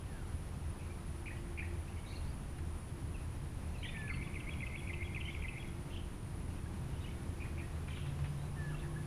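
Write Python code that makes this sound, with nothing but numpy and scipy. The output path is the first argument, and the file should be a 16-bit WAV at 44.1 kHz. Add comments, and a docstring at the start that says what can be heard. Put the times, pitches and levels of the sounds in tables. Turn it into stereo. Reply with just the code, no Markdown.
"""Distant traffic rumbles, bush-crickets buzz in the reeds and far birds whistle, cluck and chirp.
About four seconds in comes the main sound, a grebe trilling on the pond: two syllables take turns,
each a few quick glides of one whistle, echoed by the wooded bank. The crickets scrape their wings,
the two nearest in regular rising verses. A few soft ticks sound by the water's edge,
and near the end one engine gathers speed."""
import sys
import numpy as np
from scipy import signal
from scipy.fft import rfft, irfft
from scipy.io import wavfile

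SR = 44100
rng = np.random.default_rng(int(sys.argv[2]) if len(sys.argv) > 2 else 0)


def log_audio(samples):
    """Write samples as a 16-bit WAV file to the path given in sys.argv[1]."""
    # one column per channel
    frames = np.atleast_2d(samples).T
    # limit to full scale, then quantise
    limited = np.clip(frames, -1, 1)
    pcm = np.round(limited * 32767).astype(np.int16)
    wavfile.write(sys.argv[1], SR, pcm)


N = 399546
TIME = np.arange(N) / SR

# The glides that make up the grebe's dipping and rising syllables. Each row: delay and length in
# seconds, base pitch at the start, middle and end in Hz, relative level and swell in dB, rattle (0-1).
DIP_GLIDES = [(.005, 0.0059, 2220, 2415, 2610, -0.5, -2, 0),
              (.018, 0.0269, 2782, 2100, 2180, 1.3, 5.5, 0.15), (.06, 0.0167, 3400, 3120, 3000, -10, 6, 1),
              (.064, .017, 2620, 2598, 2620, -3.5, 0, 0.7)]
RISE_GLIDES = [(0, 0.0245, 2022, 2183, 2190, -3, 2, 0.11), (.022, 0.008, 2200, 2345, 2760, 0.5, -3, 0),
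               (.037, .034, 3520, 3270, 3400, -10.5, 1, 0), (.069, 0.0085, 3120, 2530, 2280, -5.5, 2, 0.25)]
# When each syllable is sung. Each row: start in seconds, relative level in dB, pitch multiplier,
# brightness in dB per octave, lean to the left in dB, accent on the last glide in dB.
DIP_CALLS = [(3.823, -45, 0.94, 3, 3, 2), (4.073, -42.5, 1.02, -7, 4, -1.5), (4.335, -45, 1.02, 1, 4, -2.5),
             (4.6, -43, 1, -2.5, 1, -1), (4.868, -44, 1, -5, 0, 1), (5.141, -41.5, 1.02, 10, -0.5, -1),
             (5.417, -42.5, 0.99, 5, 0, 0.5)]
RISE_CALLS = [(3.944, -46, 1.05, -8, 3, 0), (4.202, -45.5, 1.03, -3, 1, 0.5), (4.468, -42.5, 1, 6, 2, -1),
              (4.733, -42, 1.015, -2, -2.5, -3), (5.003, -42, 1, -1, 2, -2), (5.276, -44.5, 1, -15, 1, 5.5),
              (5.556, -43.5, 1, 4, 3, -2)]

def grebe(level_db=0.5):
    """Dipping and rising syllables take turns, seven to eight a second, slowing a little."""
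    dips = calls(DIP_GLIDES, DIP_CALLS, rattle_hz=207, swing=0.07, jitter=0.017)
    rises = calls(RISE_GLIDES, RISE_CALLS, rattle_hz=210.5, swing=0.14, jitter=0.016)
    trill = water_reflection(throat(dips + rises))
    return gain_of(level_db) * bank_echo(
        trill, echo_db=-9.8, lag_samples=2, ring_hz=2200, ring_width_hz=170, ring_db=2.8,
        build_s=0.0089, far_bank_db=4, far_bank_s=0.1, spread_s=0.039, ahead=0.56)

def calls(glides, rows, rattle_hz, swing, jitter, flutter_db=1.44):
    """A bird repeats one pattern of glides; a bright call favours its high pitches."""
    out = np.zeros((2, N))
    centre_hz = np.median([row[3] for row in glides])
    for start, db, pitch, brightness, pan_db, accent_db in rows:
        for k, (delay, length, *pitches, glide_db, swell_db, rattle) in enumerate(glides):
            note = glide(length, pitch * np.array(pitches), jitter, rattle, rattle_hz, swing,
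                         flutter_db=flutter_db)
            progress = np.linspace(-0.5, 0.5, len(note))
            octaves = np.log2(np.interp(progress, [-0.5, 0, 0.5], pitches) / centre_hz)
            level_db = db + glide_db + brightness * octaves + swell_db * progress
            level_db += accent_db * (k == len(glides) - 1)
            add(out, start + delay, gain_of(level_db) * note, pan_db)
    return out

def glide(length, pitches, jitter, rattle=0, rattle_hz=0, swing=0,
          taper=0.28, uneven=1, overtone_db=-32, flutter_db=1):
    """One note bends through three pitches; a rattle chops its level and swings its pitch."""
    t = np.arange(0, length, 1 / SR)
    hz = np.polyval(np.polyfit([0, 0.5, 1], pitches, 2), t / length)
    shake = rattle * np.cos(2 * np.pi * rattle_hz * t + uneven * wander(len(t), 60))
    flutter = gain_of(flutter_db * wander(len(t), 250))
    level = signal.windows.tukey(len(t), taper) * flutter * (1 + 0.5 * shake)
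    return level * whistle(hz * (1 - swing * shake), jitter, overtone_db)

def whistle(hz, jitter, overtone_db):
    """A bird's voice box makes a nearly pure tone with an unsteady pitch."""
    phase = phase_of(hz * (1 + jitter * wander(len(hz), 600)))
    return np.sqrt(2) * (np.sin(phase) + gain_of(overtone_db) * np.sin(2 * phase))

def throat(x, hz=2400, width_hz=650, leak=0.36):
    """The throat rings at one pitch, swelling each glide that sweeps through it."""
    return leak * x + (1 - leak) * signal.lfilter(*signal.iirpeak(hz, hz / width_hz, SR), x)

def water_reflection(x, hz=2430, width_hz=420, depth=0.75):
    """Sound bouncing off the water weakens a narrow band on the left and boosts it on the right."""
    band = signal.lfilter(*signal.iirpeak(hz, hz / width_hz, SR), x)
    return x + band * np.array([[-depth], [0.25]])

# How long the bank echoes. Each row: frequency in Hz, seconds to fade by 60 dB when linger is 1.
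BANK_FADE = [(500, 1), (2200, 0.8), (3400, 0.55), (4500, 0.6), (9000, 0.15)]

def bank_echo(x, echo_db, lag_samples, ring_hz=2300, ring_width_hz=350, ring_db=5, build_s=0.0017,
              far_bank_db=0, far_bank_s=0.089, spread_s=0.025, ahead=0.14, echoes_per_s=2500, linger=1):
    """Sound reaches the right side first; branches scatter an echo that the far bank can swell again."""
    t = np.arange(SR) / SR
    swell = (1 - np.exp(-t / build_s)) * gain_of(far_bank_db * bump(t, far_bank_s, spread_s))
    bounces = rng.standard_normal((3, SR)) * (rng.random((3, SR)) < echoes_per_s / SR) * swell
    # The share that comes from straight ahead is alike on both sides.
    bounces = np.sqrt(1 - ahead) * bounces[:2] + np.sqrt(ahead) * bounces[2]
    hz, seconds, bands = signal.stft(bounces, SR, nperseg=256)
    bands *= gain_of(-60 * seconds / (linger * at_hz(BANK_FADE, hz))[:, None])
    energy = np.mean(np.sum(signal.istft(bands, SR)[1] ** 2, axis=1))
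    colour = gain_of(ring_db * bump(hz, ring_hz, ring_width_hz))[:, None]
    tail = signal.istft(bands * colour / np.sqrt(energy), SR)[1]
    echo = signal.fftconvolve(x.mean(0)[None], tail, axes=1)[:, :N]
    direct = np.array([np.roll(x[0], lag_samples), x[1]])
    return direct + gain_of(echo_db) * echo

# The glides of a cluck and when it is called. Rows read like DIP_GLIDES and DIP_CALLS.
CLUCK_GLIDES = [(0, 0.0075, 2200, 2350, 2650, -5, -3, .2), (.007, 0.0125, 2720, 2402, 2490, -4.5, 9, .5),
                (.02, 0.0066, 2490, 2314, 2150, 0, -1, 0.17), (.028, 0.011, 2480, 2445, 2470, -9.5, -4, .3),
                (.047, 0.015, 1660, 1888, 1990, -8, 3, .25)]
CLUCK_CALLS = [(1.258, -46, 1, -2, -6, 0), (1.575, -42.3, 1.004, -1, -6, 0),
               (7.402, -48.5, 1.03, 0, -7, 0.82), (7.579, -49.5, 1, 0, -5, 1)]

def clucking_bird():
    """Each cluck is three quick flicks of the voice, a soft ending and a low after-note."""
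    clucks = calls(CLUCK_GLIDES, CLUCK_CALLS, rattle_hz=262, swing=0.055, jitter=0.033)
    return bank_echo(
        clucks, echo_db=-5.5, lag_samples=1, ring_hz=2370, ring_width_hz=170, ring_db=-4, build_s=0.0074,
        far_bank_db=2, far_bank_s=0.064, spread_s=0.0094, ahead=0.39, echoes_per_s=420, linger=0.75)

# The glides of a long whistle and when it is called. Rows read like DIP_GLIDES and DIP_CALLS.
WHISTLE_GLIDES = [(0, 0.022, 1850, 1835, 1830, -13, 5, .15),
                  (.012, 0.152, 1826, 1750, 1710, -4, -2.5, 0.03),
                  (.138, .065, 1730, 1496, 1260, -9, 7, 0.49)]
WHISTLE_CALLS = [(3.933, -47, 0.995, 0, -12, -0.098), (8.556, -47, 0.985, 0, -6.5, -0.84)]

def whistling_bird():
    """A long whistle holds nearly one pitch, then drops at its end."""
    song = calls(WHISTLE_GLIDES, WHISTLE_CALLS, rattle_hz=124, swing=0.14, jitter=0.0066, flutter_db=0.3)
    return bank_echo(song, echo_db=-10.5, lag_samples=8)

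# Clear and rasping notes of far birds. Each row: start and length in seconds, middle pitch in Hz,
# slide in octaves, level in dB, lean to the left in dB.
CLEAR_NOTES = [(0.04, 0.24, 1617, -0.67, -65.5, -9), (0.887, 0.053, 2380, 0.057, -63.5, -5),
               (1.365, .022, 2980, -0.26, -61, -2), (1.875, 0.032, 2710, .32, -61.5, -5),
               (1.972, 0.031, 2960, -.2, -64, -3), (2.132, 0.02, 2745, 0.079, -56.5, 0),
               (2.154, 0.023, 4340, -0.079, -53, 3), (2.218, .05, 3930, 0.33, -69, 4),
               (2.27, 0.05, 4700, .08, -65, 2), (3.138, 0.034, 2650, -0.21, -57.5, -2),
               (3.74, 0.035, 2680, -0.2, -58.5, -3), (3.78, 0.026, 4130, .08, -61, 0),
               (3.81, 0.022, 3950, -.15, -61, 0), (3.829, 0.019, 3140, 0.2, -47, -1),
               (3.847, 0.016, 3110, 0.5, -47.5, -1), (3.861, 0.013, 3310, 0.66, -50, -1),
               (3.875, 0.022, 3540, 0.15, -51, -2), (4.086, 0.1, 4430, -.05, -64, 6),
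               (4.257, 0.043, 1116, -0.22, -61, 2), (5.251, 0.018, 3060, 0.11, -47.5, -3),
               (5.27, 0.022, 2960, 0.3, -51, -5), (5.299, 0.018, 3420, .15, -57, 4),
               (5.388, 0.052, 3220, -.03, -64, 4), (5.961, 0.0066, 2870, .15, -53, 1),
               (6.5, .019, 2810, -.15, -63, -4.5), (6.656, 0.019, 1660, 0.086, -58, 0),
               (7.04, 0.016, 2950, 0.14, -53, -2), (7.057, .014, 2550, 0.13, -57, 0),
               (7.071, 0.012, 2980, .2, -58, -2), (7.081, 0.015, 2220, .2, -58, 0),
               (7.098, 0.028, 3560, .05, -67, 0), (8.742, .017, 2740, 0.065, -54, 0),
               (8.758, .016, 3180, .15, -61, 0), (8.255, 0.1, 5050, 0.27, -70, 4),
               (8.368, 0.11, 3930, 0.16, -70, 7), (8.879, 0.053, 1104, 0.08, -60.5, 6),
               (8.958, 0.025, 1724, 0.16, -52, 0)]
RASPING_NOTES = [(.785, .045, 2525, -0.0084, -63.5, -4), (1.96, 0.027, 2290, -0.022, -62, -5),
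                 (2.038, .02, 2330, 0.077, -62, -5), (2.103, .034, 2300, 0.22, -60, -4),
                 (2.056, .03, 3950, .1, -62, 0), (2.083, 0.056, 4270, .08, -57.5, 0),
                 (2.06, .12, 6600, 0, -68, 0), (5.318, .045, 3290, -.15, -63, 6),
                 (5.903, .032, 3070, .25, -60, 5), (5.933, 0.02, 3220, .2, -55.5, 1),
                 (5.949, .014, 2900, -.2, -59, 1), (5.964, .016, 3140, .15, -54, 1),
                 (5.98, .022, 3130, 0, -60, 1), (6.921, .07, 3050, 0.156, -65, 0),
                 (7, .05, 3740, -0.0051, -64.5, -3), (8.68, .06, 2910, 0.27, -65, 0),
                 (8.775, .06, 2700, 0, -66, 0), (8.786, 0.025, 3720, .05, -62, 0),
                 (8.834, 0.036, 1804, -0.17, -57.5, -5)]

def far_birds(arch=0.0494, pips_per_s=1.2, pip_s=0.03, pip_hz=2650, pip_db=-70):
    """Birds around the pond sing clear arched notes, unevenly warbling rasps and faint random pips."""
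    out = np.zeros((2, N))
    slope = np.array([-0.5, 0, 0.5])
    for start, length, hz, octaves, db, pan_db in CLEAR_NOTES:
        pitches = hz * 2 ** (octaves * slope) * [1 - arch, 1, 1 - arch]
        note = glide(length, pitches, jitter=0.017, taper=0.43, overtone_db=-19)
        add(out, start, gain_of(db) * note, pan_db)
    for start, length, hz, octaves, db, pan_db in RASPING_NOTES:
        rasp = glide(length, hz * 2 ** (octaves * slope), jitter=0.051, rattle=0.8, rattle_hz=62,
                     swing=0.061, taper=0.19, uneven=1.6, overtone_db=-20)
        add(out, start, gain_of(db) * rasp, pan_db)
    for when, pitch, bend, side in rng.uniform(-1.1, 1, (round(pips_per_s * N / SR), 4)):
        pip = glide(pip_s, pip_hz * 2 ** (0.3 * (pitch + bend * slope)), jitter=0.01)
        add(out, (when + 1) / 2 * N / SR, gain_of(pip_db) * pip, pan_db=4 * side)
    return bank_echo(out, echo_db=-8.5, lag_samples=3, ring_db=2, linger=0.85)

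# Scolding notes. Each row: start and length in seconds, first and last pitch in Hz, level in dB.
SCOLD_NOTES = [(7.874, .006, 2450, 2650, -60), (7.881, 0.0085, 2400, 2050, -50),
               (7.899, .024, 3540, 2245, -57), (7.929, 0.005, 2250, 3000, -56),
               (7.933, .007, 2880, 2250, -53), (7.944, .01, 2700, 3900, -58),
               (7.954, 0.022, 3790, 2330, -56.5), (7.985, 0.0097, 3000, 2400, -54),
               (7.997, .007, 3000, 3400, -61), (8.013, .02, 3500, 2500, -59),
               (8.041, 0.0077, 3090, 2400, -58), (8.056, .007, 2800, 2300, -58),
               (8.064, .021, 3750, 3050, -60), (8.164, .007, 2890, 2550, -62),
               (8.184, 0.0085, 2770, 2150, -59), (8.24, .008, 3100, 2150, -58),
               (8.25, .009, 3400, 2700, -62)]

def scolding_bird(arch=0.062, swell_db=6, rasp_db=-11, rasp_hz=520):
    """Deep in the branches a bird fires off hoarse notes; each grows louder and most slide down."""
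    out = np.zeros((2, N))
    for start, length, first_hz, last_hz, db in SCOLD_NOTES:
        pitches = [first_hz, (1 + arch) * (first_hz + last_hz) / 2, last_hz]
        note = glide(length, pitches, jitter=0.038, rattle=0.65, rattle_hz=200, swing=0.06)
        note *= 1 + gain_of(rasp_db) * wander(len(note), rasp_hz)
        add(out, start, gain_of(db + swell_db * np.linspace(-0.5, 0.5, len(note))) * note, pan_db=0)
    return bank_echo(out, echo_db=-3.5, lag_samples=3, ring_db=0, build_s=0.004, linger=0.7)

# Ticks near the water's edge. Each row: start in seconds, level in dB.
TICK_TIMES = [(2.585, -52.5), (7.757, -54), (7.881, -50), (7.97, -49), (8.062, -52), (8.092, -58),
              (8.188, -52), (8.242, -50), (8.256, -56)]
# Their tone. Each row: frequency in Hz, strength in dB.
TICK_TONE = [(300, -13), (900, 5), (2200, 4), (4000, -4), (7000, -28), (14000, -40)]

def ticks(decay_s=0.015, attack_s=0.0015):
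    """Soft dry ticks: short dull puffs of noise with a quick start."""
    level = sum(gain_of(db) * np.clip((TIME - start) / attack_s, 0, 1)
                * np.exp(-abs(TIME - start) / decay_s) for start, db in TICK_TIMES)
    return noise(TICK_TONE) * level

# The two nearest crickets. Each row: end of the first verse, repeat time and verse length in seconds,
# first and top pitch in Hz, relative level and lean to the left in dB, then in seconds the loudest
# moment and how slowly the song fades either side of it.
NEAR_CRICKETS = [(0.422, .9, 0.82, 9710, 10190, -68.5, 0, 0.99, 2.9),
                 (2.464, .825, 0.33, 9990, 10370, -71, -18, 5.5, 2.6)]

def cricket_verses(width_hz=110, swell_db=4, taper=0.19):
    """Each near cricket repeats a verse that climbs in pitch, swells and stops."""
    out = np.zeros((2, N))
    for end, period, length, first_hz, top_hz, db, pan_db, loudest, fade_s in NEAR_CRICKETS:
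        progress = np.clip(1 - (end - TIME) % period / length, 0, 1)
        gate = np.clip(np.minimum(progress, (1 - progress) * 2) / taper, 0, 1)
        level = gate * gain_of(db + swell_db * (progress - 1.5)) * bump(TIME, loudest, fade_s * 2 ** 0.5)
        tone = np.exp(1j * phase_of(first_hz + (top_hz - first_hz) * progress))
        blur = wander(N, width_hz) + 1j * wander(N, width_hz)  # smears the tone into narrow noise
        add(out, 0, level * (tone * blur).real, pan_db)
    return out

# The far crickets' tone. Each row: frequency in Hz, strength in dB.
CHORUS_TONE = [(7500, -42), (8750, -14), (9300, -3.5), (9720, 0.5), (10080, -2), (10300, -5),
               (10550, -12.5), (11800, -34)]
# Their loudness. Each row: time in seconds, relative level in dB.
CHORUS_LEVEL = [(0, -66.5), (3.5, -66), (4.2, -65), (4.85, -66), (5, -67.5), (7.3, -67), (9.06, -66.3)]

def crickets(stroke_hz=101, left_depth=0.15, right_depth=0.2, chorus_db=2, drift_hz=70, flicker_db=0.97):
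    """Wing strokes scrape out puffs of high noise; a flickering chorus lies behind the near verses."""
    stroke = np.cos(phase_of(stroke_hz + 1.82 * wander(N, 3.34)))
    pulsing = 1 + np.array([[left_depth], [right_depth]]) * stroke
    drift = np.exp(1j * phase_of(drift_hz * wander(N, 4)))
    chorus = (signal.hilbert(noise(CHORUS_TONE)) * drift).real  # slides the whole band up and down
    chorus *= gain_of(chorus_db + follow(CHORUS_LEVEL)[0])
    return (chorus + cricket_verses()) * pulsing * gain_of(flicker_db * wander(N, 16))

# The far road's tone. Each row: frequency in Hz, strength in dB.
RUMBLE_TONE = [(10, -10.5), (25, -5), (45, -3), (64, -5), (80, 4), (100, -7), (130, -8), (175, -12),
               (220, -18), (300, -20), (450, -28), (900, -71)]

def road_rumble(level_db=-43):
    """A far road makes a deep, slightly unsteady noise."""
    return noise(RUMBLE_TONE) * gain_of(level_db + 0.65 * wander(N, 6.1))

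# The nearer traffic's tone. Each row: frequency in Hz, strength in dB.
HUM_TONE = [(60, -26), (100, -4.5), (122, 4), (175, -2.5), (230, -9.5), (300, -11), (500, -33), (1200, -88)]
# Its loudness. Each row: time in seconds, level in dB.
HUM_LEVEL = [(0, -60.5), (2.7, -54.5), (3.05, -51.5), (3.7, -54), (4.15, -46.5), (4.9, -51.5), (7.3, -48.5),
             (7.7, -51), (9.06, -50)]

def traffic_hum():
    """Nearer traffic makes a low hum that swells and eases."""
    return noise(HUM_TONE) * gain_of(follow(HUM_LEVEL)[0])

# One engine. Each row: time in seconds, firings per second, level in dB.
ENGINE_RUN = [(7.5, 134, -71), (7.9, 139, -51.5), (8.25, 142.2, -43), (8.65, 146.5, -45.5),
              (9.06, 151.7, -46)]

def engine():
    """An engine's firings blend into a low tone that rises as it speeds up."""
    firing_hz, db = follow(ENGINE_RUN)
    tone = np.sqrt(2) * np.sin(phase_of(firing_hz + 1.474 * wander(N, 11)))
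    return tone * gain_of(db + 0.59 * wander(N, 12))

# The drone's loudness. Each row: time in seconds, relative level in dB.
DRONE_LEVEL = [(0, -63), (1.7, -60.5), (3.3, -67), (4.5, -56.5), (5.6, -60.5), (7.4, -60), (8.2, -64),
               (9.06, -59)]

def drone(hz=346, level_db=1):
    """A faint tone in the traffic wavers in pitch and loudness."""
    tone = np.sin(phase_of(hz + 4.475 * wander(N, 12.07)))
    return tone * gain_of(level_db + follow(DRONE_LEVEL)[0] + 3.45 * wander(N, 3.7))

# The tone of the outdoor hiss. Each row: frequency in Hz, strength in dB.
HISS_TONE = [(100, 1), (400, 0.5), (600, -0.5), (1000, -1), (1500, -5.5), (2500, -8), (4000, -14.5),
             (6000, -17.5), (8000, -19.5), (13400, -22.5), (13900, -37), (16000, -54)]
# Its loudness. Each row: time in seconds, relative level in dB.
HISS_LEVEL = [(0, -61.5), (6.5, -61.5), (7.3, -60.5), (9.06, -61)]

def outdoor_hiss(level_db=7.5):
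    """A soft, nearly steady wash of noise lies behind everything."""
    return noise(HISS_TONE) * gain_of(level_db + follow(HISS_LEVEL)[0] + 0.5 * wander(N, 11))

# How alike left and right sound. Each row: frequency in Hz, likeness (0-1).
SIDE_LIKENESS = [(25, 0.93), (60, 0.99), (130, 1), (290, 0.89), (640, 0.53), (1400, 0.28), (3000, 0.0075),
                 (15000, 0.16)]

def noise(tone):
    """Stereo noise with the given tone; long waves reach both sides alike."""
    hz = np.fft.rfftfreq(N, 1 / SR)
    left, other = rfft(rng.standard_normal((2, N)))
    likeness = at_hz(SIDE_LIKENESS, hz)
    right = likeness * left + np.sqrt(1 - likeness ** 2) * other
    return unit_level(irfft(np.array([left, right]) * gain_of(at_hz(tone, hz)), N))

def wander(size, hz):
    """A smooth random wobble, about 1 in size, that moves up to about hz times a second."""
    padded = size + SR // 4
    smoothing = bump(np.fft.rfftfreq(padded, 1 / SR), 0, hz)
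    return unit_level(irfft(rfft(rng.standard_normal(padded)) * smoothing))[:size]

def add(mix, start, sound, pan_db):
    """Places a sound at its start time; a positive pan_db leans it left."""
    part = mix[:, max(round(start * SR), 0):][:, :len(sound)]
    part += gain_of([[pan_db / 2], [-pan_db / 2]]) * sound[:part.shape[1]]

def at_hz(rows, hz):
    """Reads a frequency table between its rows, giving each octave equal room."""
    row_hz, values = np.transpose(rows)
    return np.interp(np.log(hz + 1), np.log(row_hz + 1), values)

def follow(rows):
    """Turns each column of a time table into a curve across the whole scene."""
    seconds, *columns = np.transpose(rows)
    return [np.interp(TIME, seconds, column) for column in columns]

def bump(x, centre, width):
    return np.exp(-((x - centre) / width) ** 2)

def phase_of(hz):
    return 2 * np.pi * np.cumsum(hz) / SR

def gain_of(db):
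    return 10 ** (np.asarray(db) / 20)

def unit_level(x):
    return x / np.sqrt(np.mean(x ** 2) + 1e-20)

def scene():
    """Everything heard from the edge of the pond; the background leans slightly right."""
    birds = grebe() + clucking_bird() + whistling_bird() + far_birds() + scolding_bird()
    waterside = ticks() + crickets()
    background = road_rumble() + traffic_hum() + outdoor_hiss() + drone() + engine()
    return birds + waterside + background * gain_of([[-0.5], [0.5]])

def record(dry, cutoff_hz=15600):
    """Cuts away the very highest treble."""
    lowpass = signal.firwin(511, cutoff_hz, window=("kaiser", 9), fs=SR)
    return signal.oaconvolve(dry, lowpass[None], "same")

dry = scene()
out = record(dry)
log_audio(out)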